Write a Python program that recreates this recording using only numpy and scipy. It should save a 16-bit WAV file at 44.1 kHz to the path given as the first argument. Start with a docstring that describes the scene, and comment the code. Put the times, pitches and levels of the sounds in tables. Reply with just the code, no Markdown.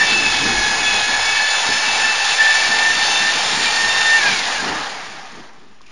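"""An electric drill turns a paddle in a bucket of thick plaster in a bare room: gear teeth whine as sine tones,
the fan sings and blows coloured noise, the mix churns in lumps and the paddle knocks the bucket wall.
The trigger is let go and the motor coasts to rest, its tones gliding down through the ringing gear case.
Near the end a paper sack ticks, as short damped rings, and rustles, as flickering noise.
A mono recorder with a low sampling rate mirrors the treble above its band edge."""
import sys
import numpy as np
from scipy import signal
from scipy.fft import rfft, irfft, next_fast_len
from scipy.io import wavfile
from scipy.ndimage import uniform_filter1d, map_coordinates

SR = 44100
rng = np.random.default_rng(int(sys.argv[2]) if len(sys.argv) > 2 else 0)


def unload_audio(sound):
    """Save the sound as a 16-bit wav file, at the path given as the first command line argument."""
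    columns = np.transpose(np.atleast_2d(sound))
    # keep every value between -1 and 1, then stretch to whole-number steps
    steps = np.round(np.clip(columns, -1, 1) * 32767)
    wavfile.write(sys.argv[1], SR, steps.astype(np.int16))


def decibels_to_gain(level_db):
    """Convert a level in decibels to a linear amplitude gain (20 dB per decade)."""
    exponent = np.asarray(level_db, float) / 20
    return 10 ** exponent


N = 260631  # length in samples

BLADES_PER_TOOTH = 13 / 5  # fan blades that pass for each tooth contact
# The main tones of the drill, as multiples of the gear mesh rate (tooth contacts a second).
# The first three come from the teeth, the last from the fan blades.
TONE_MULTIPLES = [2, 3, 4, BLADES_PER_TOOTH]
# How the gear case radiates a gliding tone. Each row: frequency in Hz, gain in dB.
CASE_GAIN = [(600, -12), (800, 8), (950, -16), (1060, -2), (1150, -12), (1240, 2), (1350, -13), (1520, -5),
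             (1610, 7.5), (1700, 4), (1830, 1.5), (2000, -9), (2180, 3.5), (2420, 2.5), (2520, -11),
             (2700, -15), (2860, 2), (3050, -15), (5000, -7)]


def unit(x):
    """Scales x to an rms of 1."""
    return x / np.sqrt(np.mean(x ** 2) + 1e-20)


def along(points, hz):
    """Reads a curve of (Hz, value) points at hz, on a log frequency axis."""
    f, v = np.transpose(points)
    return np.interp(np.log(hz + 1), np.log(f + 1), v)


def curves(rows):
    """Gives one value per sample for each column after the time."""
    s, *columns = np.transpose(rows)
    return [np.interp(np.arange(N) / SR, s, column) for column in columns]


def wobble(rate):
    """A smooth random curve through rate random points a second."""
    points = rng.standard_normal(int(N * rate / SR) + 4)
    return map_coordinates(points, [np.arange(N) * rate / SR])


def coloured(x, points):
    """Filters x with a gain curve of (Hz, dB) points."""
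    m = next_fast_len(N + SR // 4)
    gain = decibels_to_gain(along(points, np.fft.rfftfreq(m, 1 / SR)))
    return irfft(rfft(x, m) * gain, m)[:N]


def resonant(x, modes):
    """Lifts narrow peaks in x, as a ringing body does; modes are (Hz, width in Hz, dB)."""
    m = next_fast_len(N + SR // 4)
    f = np.fft.rfftfreq(m, 1 / SR)
    lift = 1
    for hz, width, db in modes:
        lift = lift + decibels_to_gain(db) * 1j * f * width / (hz * hz - f * f + 1j * f * width)
    return irfft(rfft(x, m) * lift, m)[:N]


def patchy(patch_db):
    """White noise whose strength varies in patches of time and frequency."""
    z = signal.stft(rng.standard_normal(N), nperseg=512)[2]
    field = uniform_filter1d(rng.standard_normal(z.shape), size=6, axis=0)
    field = uniform_filter1d(field, size=8, axis=1)
    return signal.istft(z * decibels_to_gain(patch_db * unit(field)), nperseg=512)[1][:N]


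def room(x):
    """The bare walls' answer: a noise tail in which each frequency dies at its own speed."""
    # Each row: frequency in Hz, time to fall by 60 dB in seconds.
    decay_times = [(200, 0.17), (2000, 0.23), (7000, 0.12)]
    hz, t, z = signal.stft(rng.standard_normal(SR // 2), SR, nperseg=256)
    fading = decibels_to_gain(-60 * t / along(decay_times, hz)[:, None])
    tail = signal.istft(z * fading, SR, nperseg=256)[1]
    return signal.fftconvolve(x, tail / np.linalg.norm(tail))[:N]


def knocks(events):
    """Short damped rings with a puff of noise, and their echo."""
    out, t = np.zeros(N + SR), np.arange(SR // 4) / SR
    for s, db, hz, t60, crack in events:
        ring = np.sin(2 * np.pi * hz * t) + crack * rng.standard_normal(len(t))
        soft_onset = 1 - np.exp(-40 * t / t60)
        out[round(s * SR):][:len(t)] += decibels_to_gain(db - 60 * t / t60) * soft_onset * ring
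    return out[:N] + decibels_to_gain(-9) * room(out[:N])


def sack():
    """A hand reaches into the paper: ticks ring briefly, then flickering noise makes a crinkling rustle."""
    # Each row: start in seconds, level in dB, frequency in Hz, time to fall by 60 dB in seconds,
    # share of noise against the ring.
    ticks = [(5.561, -33, 1120, .014, .15), (5.809, -31, 1070, .014, .1), (5.816, -41, 4500, .008, 2.5)]
    # Each row: time in seconds, rustle level in dB.
    rustle_level = [(5.78, -90), (5.82, -57), (5.85, -57), (5.865, -49), (5.89, -51), (5.91, -50)]
    # Colour of the rustle. Each row: frequency in Hz, gain in dB.
    paper_colour = [(900, -40), (1500, -14), (2100, -12), (2350, 0), (2550, -7), (2750, -2), (3000, -12),
                    (7000, -17), (9000, -45)]
    flickering = rng.standard_normal(N) * decibels_to_gain(2.5 * wobble(150))
    crinkle = unit(coloured(flickering, paper_colour))
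    return knocks(ticks) + decibels_to_gain(curves(rustle_level)[0]) * crinkle


def bucket():
    """The paddle churns the mix in lumps and knocks the wall; the floor carries a rumble."""
    # Each row: time in seconds, level of the churning mix in dB, level of the rumble in dB.
    levels = [(0, -30.5, -48), (.1, -31.5, -43), (.36, -31.5, -42), (.41, -27.5, -52), (.5, -26.5, -36),
              (.6, -30.5, -34), (.72, -35.5, -43), (.9, -33.5, -39.5), (1.18, -39.5, -40),
              (1.62, -52.5, -63), (1.7, -35, -51), (1.83, -44, -60), (1.89, -37, -53), (2.45, -49, -62),
              (2.7, -39, -50), (2.85, -38.5, -52), (3.01, -33, -49), (3.06, -38.5, -51), (3.44, -39, -52),
              (3.55, -34, -55), (3.9, -39, -42.5), (4.2, -38.5, -55), (4.56, -41.5, -55),
              (4.66, -32.5, -54), (4.72, -30, -54), (4.84, -41, -56), (5.3, -48, -67), (5.4, -38.5, -57),
              (5.46, -47.5, -66), (5.91, -57, -60)]
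    # Colours of the mix and of the rumble. Each row: frequency in Hz, gain in dB.
    mix_colour = [(47, -39), (80, -12.5), (118, -7.5), (216, -1), (392, -3.5), (450, -2), (550, -22),
                  (720, -28), (1210, -120)]
    rumble_colour = [(18, -37), (30, 9), (48, 10.5), (65, -16), (91, 9.5), (110, 2), (140, -37),
                     (240, -120)]
    # Paddle against the bucket. Each row: start in seconds, strength in dB (each wall ring adds its own level).
    thuds = [(1.69, -18), (4.6, -27), (4.628, -24), (4.66, -26), (4.69, -18), (4.73, -24), (4.762, -25),
             (4.79, -28)]
    # Rings of the bucket wall. Each row: frequency in Hz, level in dB against the blow,
    # time to fall by 60 dB in seconds.
    wall_rings = [(262, 2, .045), (400, -5, .035), (180, -7, .04), (110, -15, .045)]
    # One blow rings the paddle's shaft. Each row: start in seconds, level in dB, frequency in Hz,
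    # time to fall by 60 dB in seconds, share of noise against the ring.
    shaft_ring = [(4.688, -16, 1810, .14, .1)]
    mix_db, rumble_db = curves(levels)
    lumps = decibels_to_gain(1.7 * wobble(14) + 0.65 * wobble(8))
    churn = decibels_to_gain(mix_db) * unit(lumps * coloured(patchy(patch_db=1.0), mix_colour))
    swelling = decibels_to_gain(2.5 * wobble(5))
    rumble = decibels_to_gain(rumble_db) * unit(swelling * coloured(rng.standard_normal(N), rumble_colour))
    blows = [(s, db + ring_db, hz, t60, 0.05) for s, db in thuds for hz, ring_db, t60 in wall_rings]
    return churn + rumble + knocks(blows + shaft_ring)


def housing_growl(growl_db):
    """The housing growls: almost even noise in a fixed colour."""
    # Each row: frequency in Hz, gain in dB.
    growl_colour = [(240, -23.5), (400, -14.5), (449, -9.5), (590, -8.5), (812, 0), (1040, -4), (1230, -8),
                    (1600, -7.5), (2080, -9.5), (3520, -120)]
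    return decibels_to_gain(growl_db) * unit(coloured(patchy(patch_db=0.1), growl_colour))


def air_rush(mesh, rush_db, turning):
    """Gear and air noise, partly struck in time with the teeth, that dulls as the speed falls."""
    # Colours at speed and near rest. Each row: frequency in Hz, gain in dB.
    fast_colour = [(710, -35.5), (1200, -9.5), (1550, -6), (1760, 0), (1950, -7.5), (2660, -4.5),
                   (3020, -6), (4300, -5.5), (5860, -11.5), (7000, -11.5), (9100, -36.5), (15400, -120)]
    slow_colour = [(350, -44.5), (600, -7), (651, -5), (817, -18), (887, -9.5), (1710, -6), (4880, -12),
                   (7000, -17), (9100, -38), (15400, -120)]
    # Rings of the gear case near rest. Each row: frequency in Hz, width in Hz, gain in dB.
    case_rings = [(810, 50, 4), (1200, 60, 4), (1780, 80, -4)]
    fast = np.interp(np.arange(N) / SR, [4.5, 5.4], [1, 0])
    struck = 1 + 0.28 * np.cos(mesh) * turning
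    air = patchy(patch_db=1.0) * struck * decibels_to_gain(0.73 * wobble(120) + 0.32 * wobble(30))
    at_speed = unit(coloured(air, fast_colour))
    near_rest = 1.7 * unit(resonant(coloured(air, slow_colour), case_rings))
    return decibels_to_gain(rush_db) * (fast * at_speed + (1 - fast) * near_rest)


def faint_partials(mesh, hz, driven):
    """Weaker tooth multiples, unsteady and blurred by play in the gears; coasting, the case picks them out."""
    # Each row: multiple of the mesh rate, level in dB before the rush, strain and case gains are added.
    partials = [(1, -15.5), (14 / 15, -14.5), (5, -14.5), (6, -13.5), (7, -17.5), (7.8, -18.5), (8, -18.5)]
    out = np.zeros(N)
    for k, db in partials:
        hum_drop_db = 14 if k <= 1 else 0  # the lowest partials need the load
        gliding_db = (1 - driven) * (1.5 + along(CASE_GAIN, k * hz) - hum_drop_db)
        blur = 1.5 * np.sqrt(hz / hz.max()) * wobble(95)
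        out += decibels_to_gain(db + 3 * wobble(9) + gliding_db) * np.sin(k * mesh + blur)
    return out


def tone_levels(hz, coasted, driven):
    """Levels of the main tones in dB: unsteady under power, then sinking while the case colours the glide."""
    # Under power, the tone at twice the mesh rate. Each row: time in seconds, level in dB.
    whine_level = [(0.02, -14.5), (.08, -29), (.34, -25.5), (.43, -19.5), (.54, -29.5), (.65, -17.5),
                   (.8, -30.5), (.88, -18), (.95, -25.5), (1.15, -22), (1.3, -24), (1.41, -17.5),
                   (1.6, -27), (1.83, -19), (1.89, -33), (1.99, -25), (2.06, -18), (2.2, -23.5),
                   (2.36, -35), (2.41, -12.5), (2.53, -17), (2.63, -20.5), (2.76, -18.5), (2.8, -20),
                   (2.9, -14.5), (2.94, -23), (3.15, -32), (3.3, -18.5), (3.37, -32.5), (3.66, -27.5),
                   (3.81, -18.5), (3.99, -21), (4.16, -13)]
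    # Under power, the others. Each row: time in seconds, levels in dB at three times and four times
    # the mesh rate and of the fan blade tone.
    overtone_levels = [(0, -30.5, -28, -28), (.22, -18.5, -31.5, -31), (.62, -31.5, -27, -27),
                       (.76, -30.5, -31, -29.5), (.9, -21.5, -27, -28), (1.2, -33, -31.5, -32),
                       (1.34, -22.5, -27, -26), (1.72, -34.5, -35, -39), (1.88, -28, -36, -29),
                       (2.02, -25.5, -37, -39), (2.4, -33.5, -33, -35), (2.7, -29, -34, -30.5),
                       (3.1, -30.5, -29, -34), (3.2, -25.5, -28, -39), (3.36, -34, -35, -33),
                       (3.58, -37, -32, -31), (3.68, -29.5, -35, -20.5), (3.85, -32, -31, -40),
                       (3.93, -28.5, -24, -40), (4.17, -27.5, -30.5, -31)]
    # Starting level in dB of each main tone in the coast, before the case gain is added.
    coast_start = [-26.5, -23, -28, -32.5]
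    # random fading as the tool swings about
    powered_db = [curves(whine_level)[0] + 0.5 * wobble(12)]
    powered_db += [db + 2 * wobble(18) for db in curves(overtone_levels)]
    sink_db = 24.5 * coasted  # 24.5 dB a second
    coasting_db = [db - sink_db + along(CASE_GAIN, k * hz) for k, db in zip(TONE_MULTIPLES, coast_start)]
    return driven * np.array(powered_db) + (1 - driven) * np.array(coasting_db)


def whine(mesh, levels_db, backlash):
    """Tooth contacts sound as multiples of the mesh rate; the fan blades add a tone of their own."""
    wheel = mesh / 15  # a driven wheel of 15 teeth runs slightly untrue: sidebands once a turn
    out = np.zeros(N)
    for k, db in zip(TONE_MULTIPLES, levels_db):
        untrue = (0.26 + 0.25 * wobble(4.014)) * np.sin(wheel + 1.3 * wobble(3.003))
        drift = k * (0.044 * k * wobble(60) + backlash * wobble(110)) + untrue
        flutter = 1 + 0.26 * wobble(30) + 0.25 * wobble(80)
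        out += decibels_to_gain(db) * flutter * np.sqrt(2) * np.sin(k * mesh + drift)
    return out


def drill():
    """The motor's speed sets the whine, which stands over growl and rush and echoes in the room."""
    # The speed sags with the load, then coasts down. Each row: time in seconds,
    # gear mesh rate in Hz before smoothing.
    speed = [(0, 890.4), (.37, 860), (.58, 845.4), (.74, 848.5), (.88, 858), (1.02, 842.3), (1.15, 858),
             (1.48, 870), (1.85, 881.5), (2.4, 883.4), (2.59, 883), (2.96, 900.4), (3.1, 892.5),
             (3.33, 897.5), (3.55, 907.6), (3.7, 910.5), (4.07, 903), (4.18, 903.4), (4.27, 807),
             (4.36, 746.4), (4.66, 490), (4.8, 421), (4.93, 384.2), (5.05, 320.2), (5.25, 249), (5.42, 208),
             (5.7, 130)]
    # Each row: time in seconds, housing growl level in dB, gear and air rush level in dB (before wavering).
    noise_levels = [(0, -26, -19.5), (1.3, -27, -20.5), (1.7, -25.5, -19), (4.2, -25, -19),
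                    (4.35, -26, -19.5), (4.59, -28, -23.5), (4.65, -23, -24.5), (5.04, -35, -36),
                    (5.12, -40, -37), (5.44, -43, -47), (5.52, -45, -53), (5.58, -50, -53.5),
                    (5.87, -59, -59.5), (5.91, -56, -51)]
    t = np.arange(N) / SR
    hz = uniform_filter1d(curves(speed)[0], size=1800)  # the rotor's inertia smooths its speed
    mesh = 2 * np.pi * np.cumsum(hz) / SR  # phase of the tooth contacts
    coasted = np.maximum(t - 4.185, 0)  # seconds since the trigger was let go
    driven = np.clip(1 - coasted / 0.025, 0, 1)
    loaded = np.clip(1 - coasted / 0.1, 0, 1)
    turning = np.interp(t, [5.35, 5.6], [1, 0])
    growl_db, rush_db = curves(noise_levels)
    growl_db = growl_db + wobble(12)
    rush_db = rush_db + 0.5 * wobble(10)
    backlash = 0.5 * (1 - loaded)  # unloaded teeth rattle
    # a thicker load slows the motor and presses the teeth harder
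    strain_db = 1.54 + 0.044 * (880 - np.maximum(hz, 840))
    main_tones = whine(mesh, tone_levels(hz, coasted, driven), backlash)
    faint_tones = decibels_to_gain(strain_db + rush_db) * faint_partials(mesh, hz, driven)
    tones = turning * (main_tones + faint_tones)
    return air_rush(mesh, rush_db, turning) + housing_growl(growl_db) + tones + decibels_to_gain(-15) * room(tones)


def scene():
    """Everything reaches one microphone."""
    mono = sack() + bucket() + drill()
    return np.array([mono, mono])


def band_limit(x):
    """A steep low-pass at the top of the band."""
    return signal.sosfilt(signal.butter(12, 11820, fs=SR, output="sos"), x)


def record(dry):
    """Sampled at a low rate, then raised again: a weak mirror image remains above the band edge."""
    # The band that is kept, and the colour of its mirror image. Each row: frequency in Hz, gain in dB.
    kept_band = [(20, -2), (6900, 0), (7300, -1.5), (7600, -11.5), (7900, -22), (8000, -47), (8200, -120)]
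    mirror_colour = [(7900, -120), (8050, -1), (8700, -5), (9000, -8), (10000, -17), (11000, -28.5),
                     (11700, -40.5), (11950, -69), (14000, -66), (14600, -72), (15000, -120)]
    sampling_hz = 16000
    kept = coloured(dry[0], kept_band)
    mirrored = 2 * kept * np.cos(2 * np.pi * sampling_hz * np.arange(N) / SR)
    image = coloured(mirrored, mirror_colour)
    mono = kept + image - 0.0117  # a small constant offset
    return band_limit(np.array([mono, mono]))


dry = scene()
out = record(dry)
unload_audio(out)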